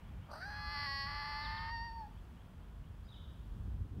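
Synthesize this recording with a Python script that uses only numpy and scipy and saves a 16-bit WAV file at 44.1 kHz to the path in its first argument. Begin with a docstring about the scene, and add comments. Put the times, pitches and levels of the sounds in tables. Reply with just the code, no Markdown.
"""Fox scream on a quiet street.

One long scream: a rasping rise, a harsh two-voiced middle, a clear falling end. A second, slower
vibration in the larynx shakes the main voice and throws sidebands round every harmonic.
Birds call far off between the houses, over town hush, far traffic and a breeze on the microphone."""
import sys
import numpy as np
from scipy import signal
from scipy.fft import rfft, irfft
from scipy.io import wavfile
from scipy.ndimage import uniform_filter1d

SR = 44100
rng = np.random.default_rng(int(sys.argv[2]) if len(sys.argv) > 2 else 0)


def transcribe(signal):
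    """Save signal, clipped to [-1, 1], as a 16-bit WAV file at the path in sys.argv[1]."""
    frames = np.atleast_2d(signal).T
    limited = np.clip(frames, -1, 1)
    pcm = np.round(limited * 32767).astype(np.int16)
    wavfile.write(sys.argv[1], SR, pcm)


N = 176400
T = np.arange(N) / SR


def undb(db):
    """Decibels to gain."""
    return 10 ** (np.asarray(db) / 20)


def curve(table, column=1):
    """One table column, interpolated linearly in time."""
    rows = np.array(table, float)
    return np.interp(T, rows[:, 0], rows[:, column])


def unit_rms(x):
    """Scale to rms 1."""
    return x / np.sqrt(np.mean(x ** 2))


def colour(x, response):
    """Minimum-phase filter through (freq_hz, gain_db) points."""
    hz, db = np.array(response, float).T
    bins_hz = np.maximum(np.fft.rfftfreq(N, 1 / SR), 1)
    gain = undb(np.interp(np.log(bins_hz), np.log(hz), db))
    cepstrum = irfft(np.log(gain), N)
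    cepstrum[1:N // 2] *= 2
    cepstrum[N // 2 + 1:] = 0
    return irfft(rfft(x) * np.exp(rfft(cepstrum)), N)


def noise(spectrum):
    """Coloured noise, rms 1."""
    return unit_rms(colour(rng.standard_normal(N), spectrum))


def wander(rate_hz):
    """Smooth random motion up to rate_hz, rms 1."""
    lowpass = signal.butter(2, rate_hz, fs=SR, output="sos")
    return unit_rms(signal.sosfilt(lowpass, rng.standard_normal(N)))


def echo(x, t60_s, build_s):
    """Scattered reflections from houses and trees build up, then die away."""
    tail = rng.standard_normal(N) * undb(-60 * T / t60_s) * np.clip(T / build_s, 0, 1)
    return signal.fftconvolve(x, tail / np.sqrt(np.sum(tail ** 2)))[:N]


# town hush spectrum: freq_hz, gain_db
HUSH_SPECTRUM = [(88, -21), (150, -2.5), (186, -4.5), (248, -11), (279, -12), (326, -16), (471, -20.5),
                 (751, -22.5), (930, -21), (1730, -28), (2180, -43), (3280, -31.5), (3830, -38.5),
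                 (6730, -44), (15500, -46.5)]

def town_hush(level_db=-60):
    """Faint town noise, drifting slightly in level."""
    return noise(HUSH_SPECTRUM) * undb(level_db + .5 * wander(1.4))


# traffic spectrum: freq_hz, gain_db
TRAFFIC_SPECTRUM = [(200, -26.5), (550, -7.5), (950, -6.5), (1600, -10), (2600, -10.5), (6000, -38)]

def traffic(start_db=-67.5, fade_db_per_s=2.12):
    """Far traffic, slowly receding."""
    return noise(TRAFFIC_SPECTRUM) * undb(start_db - fade_db_per_s * T)


def side_hiss(level_db=-115.5):
    """Faint white hiss, opposite in sign in the two ears."""
    return undb(level_db) * rng.standard_normal(N) * np.array([[1], [-1]])


# wind rumble spectrum: freq_hz, gain_db
RUMBLE_SPECTRUM = [(20, -37.5), (33, -9), (49, 0.5), (65, -4), (90, -4.5), (130, -15), (200, -23),
                   (400, -56), (1500, -86)]
# gust strength: time_s, level_db
GUSTS = [(0, -56), (.12, -47.5), (.17, -43.5), (.3, -53), (.55, -50), (1.1, -47.5), (1.25, -51), (1.6, -48),
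         (2.1, -51), (2.7, -52), (2.88, -47.5), (3.05, -52.5), (3.42, -48.5), (3.6, -42.5), (3.82, -41),
         (3.92, -46.5), (4, -46)]
# buffeting spectrum: freq_hz, gain_db
BUFFET_SPECTRUM = [(40, -17.5), (90, -2), (160, -6), (290, -9), (420, -17.5), (800, -49.5), (2500, -87)]
# buffeting strength: time_s, level_db
BUFFET_LEVEL = [(3.3, -76), (3.55, -59), (3.75, -56.5), (3.85, -55.5), (3.91, -58.5), (4, -43.5)]

def breeze():
    """Wind rumbles on the microphone, with brighter buffeting in the last gust."""
    rumble = noise(RUMBLE_SPECTRUM) * undb(curve(GUSTS))
    buffeting = noise(BUFFET_SPECTRUM) * undb(curve(BUFFET_LEVEL))
    return rumble + buffeting


BIRD_T60_S, BIRD_BUILD_S = .94, .049

def bird_note(pitch_hz, progress, flutter_db=4):
    """A fluttering sine that swells and fades as progress runs from 0 to 1."""
    tone = np.sin(2 * np.pi * np.cumsum(pitch_hz) / SR)
    return tone * np.abs(np.sin(np.pi * progress)) * undb(flutter_db * wander(120))


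# arched chirps: start_s, length_s, top_hz, crest_fraction, level_db, echo_db
CHIRPS = [(1.415, 0.069, 3970, 0.34, -53, -5), (1.56, .035, 3950, 0.26, -54.5, -5),
          (3.031, .07, 5000, .5, -76.5, 0), (3.073, 0.1, 3840, 0.26, -62, 3)]

def bird_chirps():
    """Chirps that arch in pitch, each echoing between the houses."""
    out = 0
    for start_s, length_s, top_hz, crest, level_db, echo_db in CHIRPS:
        progress = np.clip((T - start_s) / length_s, 0, 1)
        pitch_hz = top_hz * (1 - .26 * np.tanh((2 * (progress - crest)) ** 2))
        note = undb(level_db) * bird_note(pitch_hz, progress)
        out = out + note + undb(echo_db) * echo(note, BIRD_T60_S, BIRD_BUILD_S)
    return out


# rising whistles: start_s, level_db
WHISTLES = [(.02, -75), (0.199, -75.5), (2.12, -74.5), (2.35, -75), (2.58, -77), (2.82, -77.5)]

def bird_whistles(length_s=.09, from_hz=2650, to_hz=3570, echo_db=-4.5):
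    """A row of far rising whistles, smeared by echoes."""
    song = 0
    for start_s, level_db in WHISTLES:
        progress = np.clip((T - start_s) / length_s, 0, 1)
        song = song + undb(level_db) * bird_note(from_hz + (to_hz - from_hz) * progress, progress)
    return song + undb(echo_db) * echo(song, BIRD_T60_S, BIRD_BUILD_S)


# main voice: time_s, pitch_hz
PITCH = [(.28, 560), (.35, 570), (.38, 630), (.41, 690), (.43, 765), (.44, 770), (.465, 830), (.63, 846),
         (.68, 841), (.73, 859), (.77, 851), (.85, 854), (.875, 831), (1.04, 831), (1.15, 861), (1.41, 868),
         (1.44, 880), (1.52, 885), (1.70, 911), (1.73, 934), (1.78, 914), (1.865, 936), (1.90, 905),
         (1.955, 922), (2.0, 900), (2.06, 820)]
# second vibration, locking at 3/5 and 2/3 of the pitch: time_s, pitch_ratio
SECOND_VIBRATION = [(.48, .57), (.58, .6), (.72, .6), (.76, .638), (.86, .641), (.875, .6667),
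                    (1.055, .6667), (1.07, .635), (1.41, .637), (1.46, .624), (1.65, .621), (1.7, .64)]
# vocal strain: time_s, shake_fraction, roughness_fraction
STRAIN = [(.29, .3, 1.), (.35, .3, .88), (.39, .25, .6), (.43, .1, .4), (.52, .2, .42), (.59, .35, .3),
          (.65, .55, .13), (.73, .75, .17), (.80, .95, .26), (.86, .95, .26), (.885, 1., .09),
          (1.04, 1., .09), (1.08, .85, .34), (1.4, .75, .3), (1.69, .55, .32), (1.725, .02, .07),
          (2.05, .01, .03)]

def larynx(shake_rad=.34, spread_rad=.094, bright_from_hz=6500, rattle_hz=44.5):
    """Pulses shaken by a second vibration; roughness adds waver, jitter, air, rattle and rasp."""
    shake, roughness = curve(STRAIN, 1), curve(STRAIN, 2)
    waver = (.013 * roughness + .04 * roughness ** 2) * wander(70)
    pitch_hz = curve(PITCH) * (1 + waver)
    second_phase = 2 * np.pi * np.cumsum(pitch_hz * curve(SECOND_VIBRATION)) / SR
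    jitter_cycles = .06 * roughness * wander(450)
    cycles = np.cumsum(pitch_hz) / SR + jitter_cycles
    phase = 2 * np.pi * cycles + shake_rad * shake * np.sin(second_phase)
    pulses = 0
    for k in range(1, 19):
        weight = shake if k * np.mean(pitch_hz) > bright_from_hz else 1  # top overtones need strain
        pulses = pulses + weight * np.cos(k * phase - spread_rad * k ** 2)  # lag softens the pulse
    pulses *= np.gradient(cycles) * SR / pitch_hz  # equal air per pulse
    pulses *= 1 - .95 * shake * np.cos(second_phase + .35)
    air = (.9 * roughness + .63 * roughness ** 2) * (1 + np.cos(phase)) * rng.standard_normal(N)
    rattle_phase = 2 * np.pi * np.cumsum(rattle_hz * (1 + .13 * wander(21))) / SR
    rattle_db = 2.5 * roughness ** 2 * np.sin(rattle_phase)
    rasp_db = 2.5 * roughness * np.tanh(wander(160))
    return (unit_rms(pulses) + air) * undb(rattle_db + rasp_db)


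# jaw drop: time_s, open_fraction
MOUTH_OPENING = [(.3, 0), (.45, 0.04), (.58, 0.5), (.78, 0.83)]
# throat response, mouth open: freq_hz, gain_db
THROAT_OPEN = [(300, -41.5), (470, -27), (560, 1), (690, -20.5), (850, 3.5), (1130, 8.5), (1280, -0.5),
               (1400, -4.5), (1700, 1.5), (1930, 7), (2250, -5), (2750, -13), (3300, -8), (3800, -22),
               (4200, 4), (4450, 5.5), (5000, -2), (5500, -8), (6200, -41), (7600, -57), (8600, -50),
               (9800, -26.5), (10500, -49.5), (12500, -39.5), (14000, -26.5), (15500, -46)]
# throat response, mouth half shut: freq_hz, gain_db
THROAT_HALF_SHUT = [(300, -20), (450, -14), (600, -4), (850, 4.5), (1100, -4.5), (1550, 7.5), (1800, 5),
                    (2200, -11.5), (3200, -39), (3900, -14.5), (4700, -1), (5400, -18.5), (5900, -14.5),
                    (7400, -43), (8500, -15.5), (9800, -36), (11000, -20.5), (13000, -29), (15500, -30)]

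def throat(source):
    """The throat's response shifts from half shut to open as the jaw drops."""
    opening = curve(MOUTH_OPENING)
    return opening * colour(source, THROAT_OPEN) + (1 - opening) * colour(source, THROAT_HALF_SHUT)


# three throat resonances: low_edge_hz, high_edge_hz
RESONANCE_BANDS = [(350, 1380), (1380, 3800), (3800, 15800)]
# resonance levels: time_s, low_db, middle_db, high_db
RESONANCE_LEVELS = [(.26, -76, -87, -95), (.295, -57, -86, -85), (.32, -51, -92, -60),
                    (.34, -49, -65, -61.5), (.40, -56, -63.5, -63), (.425, -60.5, -45, -58.5),
                    (.48, -51, -51, -61), (.56, -54, -49.5, -58), (.64, -49.5, -50, -54.5),
                    (.79, -46.5, -45.5, -48), (1.02, -47.5, -43, -46.5), (1.08, -47.5, -49, -52.5),
                    (1.41, -47, -48, -52), (1.68, -46.5, -49.5, -59), (1.74, -45.5, -47, -55.5),
                    (1.86, -47.5, -52.5, -58.5), (1.93, -50, -63, -68.5), (2.01, -46, -83, -70),
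                    (2.045, -51, -73, -84), (2.08, -62, -90, -100)]

def fox(echo_db=-15):
    """The larynx sounds through three throat resonances, each at its own level, into the street."""
    voice = throat(larynx())
    scream = 0
    for column, edges_hz in enumerate(RESONANCE_BANDS, start=1):
        band = signal.sosfiltfilt(signal.butter(5, edges_hz, "band", fs=SR, output="sos"), voice)
        running_rms = np.sqrt(uniform_filter1d(band ** 2, size=1100) + 1e-12)
        scream = scream + band / running_rms * undb(curve(RESONANCE_LEVELS, column))
    start_s, end_s = RESONANCE_LEVELS[0][0], RESONANCE_LEVELS[-1][0]
    scream *= (T > start_s) & (T < end_s)
    return scream + undb(echo_db) * echo(scream, t60_s=.63, build_s=.074)


def scene():
    """Street background, fox, birds and breeze; only the hiss differs between the ears."""
    background = town_hush() + traffic() + side_hiss()
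    return background + fox() + bird_chirps() + bird_whistles() + breeze()


def record(dry):
    """The phone cuts the top with a steep low-pass."""
    cutoff_hz = 15700
    return signal.sosfilt(signal.ellip(10, .1, 70, cutoff_hz, fs=SR, output="sos"), dry)


dry = scene()
out = record(dry)
transcribe(out)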